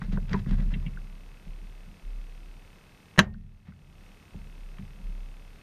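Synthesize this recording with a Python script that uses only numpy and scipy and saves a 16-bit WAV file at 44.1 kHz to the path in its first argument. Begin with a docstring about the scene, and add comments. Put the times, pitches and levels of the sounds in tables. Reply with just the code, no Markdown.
"""Hands rub, tap and rock a model plane outdoors, heard close up from a small camera in its cockpit.
Skin slips on the hollow shell and pushes make the airframe thud and shiver. At 3.2 s the canopy
snaps shut with one loud knock that rings the shell. The plane sways on its landing gear throughout,
a low throb. Underneath lie the camera's hiss, whine and faint electronic buzz; its gain control
ducks everything at the knock and creeps back up."""
import sys
import numpy as np
from scipy import signal
from scipy.fft import rfft, irfft
from scipy.io import wavfile
from scipy.ndimage import uniform_filter1d, minimum_filter1d

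SR = 44100
rng = np.random.default_rng(int(sys.argv[2]) if len(sys.argv) > 2 else 0)


def bounce(signal):
    """Save signal as a 16-bit WAV file at the path given by the first command-line argument."""
    frames = np.transpose(np.atleast_2d(signal))
    limited = np.clip(frames, -1, 1)
    pcm = np.round(limited * 32767).astype(np.int16)
    wavfile.write(sys.argv[1], SR, pcm)


N = 247842
TIME = np.arange(N) / SR


# contacts of the canopy as it snaps shut: t/s, level/dB, low-pass f/Hz
CANOPY_HITS = [(3.177, 1, 480), (3.1829, -3, 12000), (3.1835, 5, 2000), (3.1904, 18, 7540),
               (3.1914, -6, 6800)]

def canopy(shell):
    """The canopy touches, catches and slams home; each contact rings the shell, dull or bright."""
    out = np.zeros(N)
    for s, db, cutoff_hz in CANOPY_HITS:
        lowpass = signal.butter(1, cutoff_hz, fs=SR)
        add(out, s, amp(db) * signal.lfilter(*lowpass, shell))
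    return out


# body of the knock, the hollow shell's modes: f/Hz, level/dB, t60/s
SHELL_MODES = [(350, -23.5, 0.099), (381, -34.5, 0.18), (480, -24, 0.046), (631, -26, .085),
               (746, -47.5, .2), (923, -32.5, 0.057), (945, -25, 0.064), (1065, -19.5, 0.041),
               (1122, -21, .04), (1346, -16.5, .045), (1572, -13.5, 0.058), (1643, -10, 0.04),
               (1805, -28, .1), (1844, -51, 0.38), (1880, -30.5, 0.06), (2090, -31, 0.074),
               (2340, -33.5, 0.043), (2630, -15.5, 0.029), (2844, -21.5, 0.047), (3100, -16.5, .035),
               (3340, -23, .045), (3900, -17, 0.028), (4030, -12.5, 0.016), (4400, -20.5, 0.021),
               (4440, -28.5, 0.028), (5560, -18.5, 0.013), (6100, -29, 0.054), (6320, -30, 0.046),
               (7040, -36, 0.071)]
# attack, the crack of a hard contact: f/Hz, relative level/dB
CRACK_EQ = [(100, -22), (400, -10.5), (1000, -2.5), (1600, 4), (2200, -8.5), (4000, -10.5), (5000, -21),
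            (6500, -13), (8000, -32), (11000, -27), (16000, -41)]
# tail, the cockpit's dense ringing: f/Hz, relative level/dB
RING_EQ = [(100, 4.5), (400, -2.5), (1000, -7.5), (1700, -1.5), (2600, -9.5), (4500, -17), (6500, -15),
           (8500, -28.5), (16000, -36.5)]
# decay of that tail: f/Hz, t60/s
RING_DECAY = [(200, 0.16), (600, 0.26), (1500, 0.15), (3000, 0.14), (6000, 0.1), (12000, 0.1)]

def shell_response(crack_db=-10, crack_t60=0.039, ring_db=-29):
    """One hard blow on the shell: a short crack, its modes, and ringing whose treble dies first."""
    t = TIME[:SR // 2]
    crack = colour(rng.standard_normal(len(t)), CRACK_EQ) * amp(crack_db - 60 * t / crack_t60)
    wash = colour(rng.standard_normal(len(t)), RING_EQ)
    hz, when, bands = signal.stft(wash, SR, nperseg=256)
    decay = amp(-60 * when / read(RING_DECAY, hz)[:, None])
    ring = signal.istft(bands * decay, SR)[1][:len(t)]
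    return modes(SHELL_MODES, t) + crack + amp(ring_db) * ring


# bending modes of fuselage and wings: f/Hz, level/dB, t60/s
FRAME_MODES = [(83, -19.5, 0.15), (90.4, -24, 0.68), (128, -11.5, .11), (185.5, 8.5, 0.026),
               (200.1, -1, 0.13), (214, -30, 0.7), (236.5, -4, 0.071)]
# pushes on the airframe, the hardest under the canopy's knock: t/s, level/dB
PUSHES = [(0.017, -26.5), (0.08, -27), (0.127, -18), (0.173, -24.5), (.313, -19), (.344, -17),
          (0.389, -28.5), (0.466, -20), (0.512, -18), (0.593, -24), (0.658, -29), (0.725, -23.5),
          (0.761, -24.5), (0.862, -26.5), (1.468, -37.5), (1.622, -43), (1.875, -41), (3.1827, 8.5),
          (3.684, -25.5), (4.348, -32.5), (4.792, -32), (4.999, -39), (5.089, -42)]

def thuds(attack_s=0.0003):
    """Blunt pushes set the whole airframe bending."""
    out, t = np.zeros(N), TIME[:SR]
    bend = -modes(FRAME_MODES, t) * (1 - np.exp(-t / attack_s)) ** 2
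    for s, db in PUSHES:
        add(out, s, amp(db) * bend)
    return out


# low rumble of the shivering airframe: f/Hz, relative level/dB
TREMBLE_EQ = [(30, -15), (60, -0.5), (92, 4), (112, -9), (135, 4.5), (160, -2.5), (195, 0), (240, -14),
              (300, -32), (400, -23), (600, -62.5)]

def trembling(send_db=-12.5, knee_db=-3.5, attack_s=0.0014, fade_db_per_s=74, resting_db=-58.5):
    """The airframe shivers on after every thud, and faintly under resting hands."""
    power = np.full(N, amp(resting_db) ** 2)
    shiver = (1 - np.exp(-TIME / attack_s)) * amp(-fade_db_per_s * TIME)
    for s, db in PUSHES:
        kick = amp(send_db + db) / (1 + amp(db - knee_db))  # saturates for hard blows
        add(power, s, (kick * shiver) ** 2)
    return colour(rng.standard_normal(N), TREMBLE_EQ) * np.sqrt(power)


# fingertips and nails tapping the plane: t/s, level/dB, centre f/Hz, spread/octaves
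FINGER_TAPS = [(0.017, -38, 1330, .7), (0.1733, -37, 1200, .4), (.294, -48.5, 3570, 0.64),
               (.331, -39.5, 4250, .49), (0.3314, -31, 1815, .19), (.461, -48, 1480, .5),
               (.4932, -50, 2300, 1.2), (.51, -42.5, 2200, 1.1), (.973, -42.5, 1490, .14),
               (3.161, -47, 1300, 1), (3.339, -50, 3600, .5), (3.344, -40.5, 1380, .28),
               (3.721, -49, 1428, .54), (4.344, -47, 450, 0.93), (4.784, -48, 1700, .8)]
# the grip slipping, creaky where narrow: t/s, level/dB, centre f/Hz, spread/octaves
FINGER_SLIPS = [(.121, -50.5, 2000, 1.24), (.175, -40.5, 446, 0.65), (.337, -35, 1270, 0.74),
                (.339, -32.5, 377, .12), (.344, -34.5, 944, 0.066), (.389, -53.5, 1950, 1.4),
                (.736, -40, 2500, 0.46), (.86, -44, 2540, 0.33)]

def fingers(shell, tap_attack_s=0.0013, slip_attack_s=0.005):
    """Fingers on the shell: taps start quickly; slips swell and last a little longer."""
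    out = np.zeros(N)
    for touches, attack_s in (FINGER_TAPS, tap_attack_s), (FINGER_SLIPS, slip_attack_s):
        for s, db, centre_hz, octaves in touches:
            add(out, s, amp(db) * touch(shell, centre_hz, octaves, attack_s))
    return out


def touch(shell, centre_hz, octaves, attack_s, shell_send=0.3):
    """A short burst of friction that partly rings the shell; its loudest 5 ms have rms 1."""
    t = TIME[:SR // 4]
    hz = np.fft.rfftfreq(len(t), 1 / SR) + 1
    band = np.exp(-0.5 * abs(np.log2(hz / centre_hz) / octaves) ** 3) / np.sqrt(hz)
    friction = irfft(rfft(rng.standard_normal(len(t))) * band, len(t))
    burst = friction * t / attack_s * np.exp(-t / attack_s)
    ring = signal.fftconvolve(burst, shell)[:len(t)]
    sound = unit(burst) + shell_send * unit(ring)
    return sound / np.sqrt(uniform_filter1d(sound ** 2, size=220).max())


# palm strokes along the plane: t/s, length/s, level/dB
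PALM_STROKES = [(0, 0.11, -53), (0.108, 0.09, -49), (0.269, 0.2, -46.5), (0.459, 0.16, -50.5),
                (0.569, 0.12, -51), (0.7, 0.071, -50.5), (0.75, 0.29, -62), (3.646, 0.089, -52.5)]
# rasp of rubbing skin: f/Hz, relative level/dB
RUB_EQ = [(200, -6), (500, 6), (1000, 0), (1900, 3.5), (3000, -8.5), (3800, -7.5), (7000, -23.5),
          (12000, -42)]
# low judder of a dragging palm: f/Hz, relative level/dB
JUDDER_EQ = [(30, -20), (60, -5), (90, 3), (125, 3.5), (165, -12), (300, -39), (600, -80)]

def palms(grain_db=3, judder_db=14, skew=0.59, sharpness=2.7):
    """Sliding skin: a stream of tiny uneven slips, as loud as the stroke is fast, over a low judder."""
    speed = np.zeros(N)
    for s, length, db in PALM_STROKES:
        progress = np.linspace(0, 1, round(length * SR))
        swell = abs(np.sin(np.pi * progress ** skew)) ** sharpness  # quick in, gentle out
        add(speed, s, amp(db) * swell)
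    slips = rng.standard_normal(N) * amp(grain_db * drift(size=150))
    judder = colour(rng.standard_normal(N), JUDDER_EQ) * uniform_filter1d(speed, size=8000)
    return colour(slips, RUB_EQ) * speed + amp(judder_db) * judder


# nudges that set the plane swaying: t/s, level/dB, hold/s, time until caught/s
SWAY_NUDGES = [(0, -34, .01, .1), (0.059, -27, 0.0083, 0.48), (.47, -21, 0.0056, 1.05),
               (1.44, -34.5, 0.0061, 0.46), (2.014, -36, .12, 1.1), (3.17, -33.5, 0.17, 0.4),
               (3.78, -50, 0.15, 0.37), (4.31, -42.5, 0.55, 0.91), (5.01, -35, 0.054, 0.55)]

def rocking(sway_hz=32.6, attack_s=0.056, free_db_per_s=33, hand_db_per_s=199):
    """The plane bobs on its springy gear: each nudge builds, holds and fades until a hand damps it."""
    swing = np.zeros(N)
    for s, db, hold_s, caught_s in SWAY_NUDGES:
        t = np.maximum(TIME - s, 0)
        build_up = np.sin(np.pi / 2 * np.minimum(t / attack_s, 1)) ** 2
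        fade_db = free_db_per_s * np.maximum(t - attack_s - hold_s, 0)
        damping_db = hand_db_per_s * np.maximum(t - caught_s, 0)
        swing = np.maximum(swing, build_up * amp(db - fade_db - damping_db))
    pitch_hz = sway_hz * (1 + 0.03 * drift(size=8000))
    wobble_db = 1.6 * drift(size=4000)
    return tone(pitch_hz) * swing * amp(wobble_db)


# the camera's noise floor: f/Hz, relative level/dB
HISS_EQ = [(30, 7), (200, 5), (330, 2), (700, -3), (1500, -6), (2700, -10.5), (4000, -12.5), (5800, -15.5),
           (7500, -21), (10000, -25), (11500, -23), (13000, -33.5), (15500, -30)]
# thin whistles of its electronics: f/Hz, level/dB, waver/Hz
WHINE_TONES = [(2560, -75, 0.87), (5850, -102.5, 25), (8765, -79, 8.3), (11690, -81, 16), (14626, -84, 4)]
# ring of each buzz pulse: f/Hz, level/dB, t60/s
BUZZ_MODES = [(2150, -51.5, .009), (2609, -55.5, 0.028), (2830, -49.5, 0.0047), (3620, -61.5, 0.014)]

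def electronics(hiss_db=-58, buzz_hz=36.77):
    """The camera's own bed: even hiss, wavering whistles and a fast train of faint pulses."""
    hiss = amp(hiss_db) * colour(rng.standard_normal(N), HISS_EQ)
    whine = sum(amp(db) * tone(hz + waver_hz * drift(size=900)) for hz, db, waver_hz in WHINE_TONES)
    since_pulse = (TIME * buzz_hz + 0.6) % 1 / buzz_hz
    return hiss + whine + modes(BUZZ_MODES, since_pulse)


def amp(db):
    """Decibels to gain."""
    return 10 ** (np.asarray(db) / 20)


def unit(x):
    """Scales to rms 1."""
    return x / np.sqrt(np.mean(x ** 2) + 1e-20)


def read(points, hz):
    """Reads a table along a log-frequency axis."""
    f, value = np.transpose(points)
    return np.interp(np.log(hz + 1), np.log(f + 1), value)


def add(mix, s, sound):
    """Mixes a sound in at s seconds."""
    part = mix[round(s * SR):][:len(sound)]
    part += sound[:len(part)]


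def colour(x, eq):
    """Shapes x with an EQ curve, at rms 1."""
    hz = np.fft.rfftfreq(len(x), 1 / SR)
    return unit(irfft(rfft(x) * amp(read(eq, hz)), len(x)))


def modes(table, t):
    """Damped sines after a blow; neighbouring modes swing in opposite directions."""
    return sum((-1) ** k * amp(db - 60 * t / t60) * np.sin(2 * np.pi * hz * t)
               for k, (hz, db, t60) in enumerate(table))


def drift(size):
    """Random modulation of rms 1, smoothed over size samples."""
    return unit(uniform_filter1d(rng.standard_normal(N), size=size))


def tone(hz):
    """A sine of rms 1 that follows a pitch curve."""
    return unit(np.sin(2 * np.pi * np.cumsum(hz) / SR))


def scene():
    """A close mono mix; canopy and fingers ring the same shell."""
    shell = shell_response()
    plane = canopy(shell) + thuds() + fingers(shell) + palms() + rocking() + trembling()
    return (plane + electronics())[None]


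def record(dry, threshold_db=-8.0, recovery_per_s=5.19, cutoff_hz=15500):
    """Look-ahead gain control ducks for the knock and creeps back; the peak clips; then a low-pass."""
    level = np.sqrt(abs(uniform_filter1d(dry[0] ** 2, size=300)))
    peak_nearby = -minimum_filter1d(-level, size=800)
    excess = peak_nearby / amp(threshold_db)
    release = recovery_per_s * TIME
    held = np.maximum.accumulate(excess + release) - release  # jumps up, sinks linearly
    duck = uniform_filter1d(np.maximum(held, 1), size=100)
    clipped = np.clip(dry / duck, -1, 1)
    lowpass = signal.firwin(511, cutoff_hz, window=("kaiser", 9), fs=SR)
    return signal.oaconvolve(clipped, lowpass[None], "same")


dry = scene()
out = record(dry)
bounce(out)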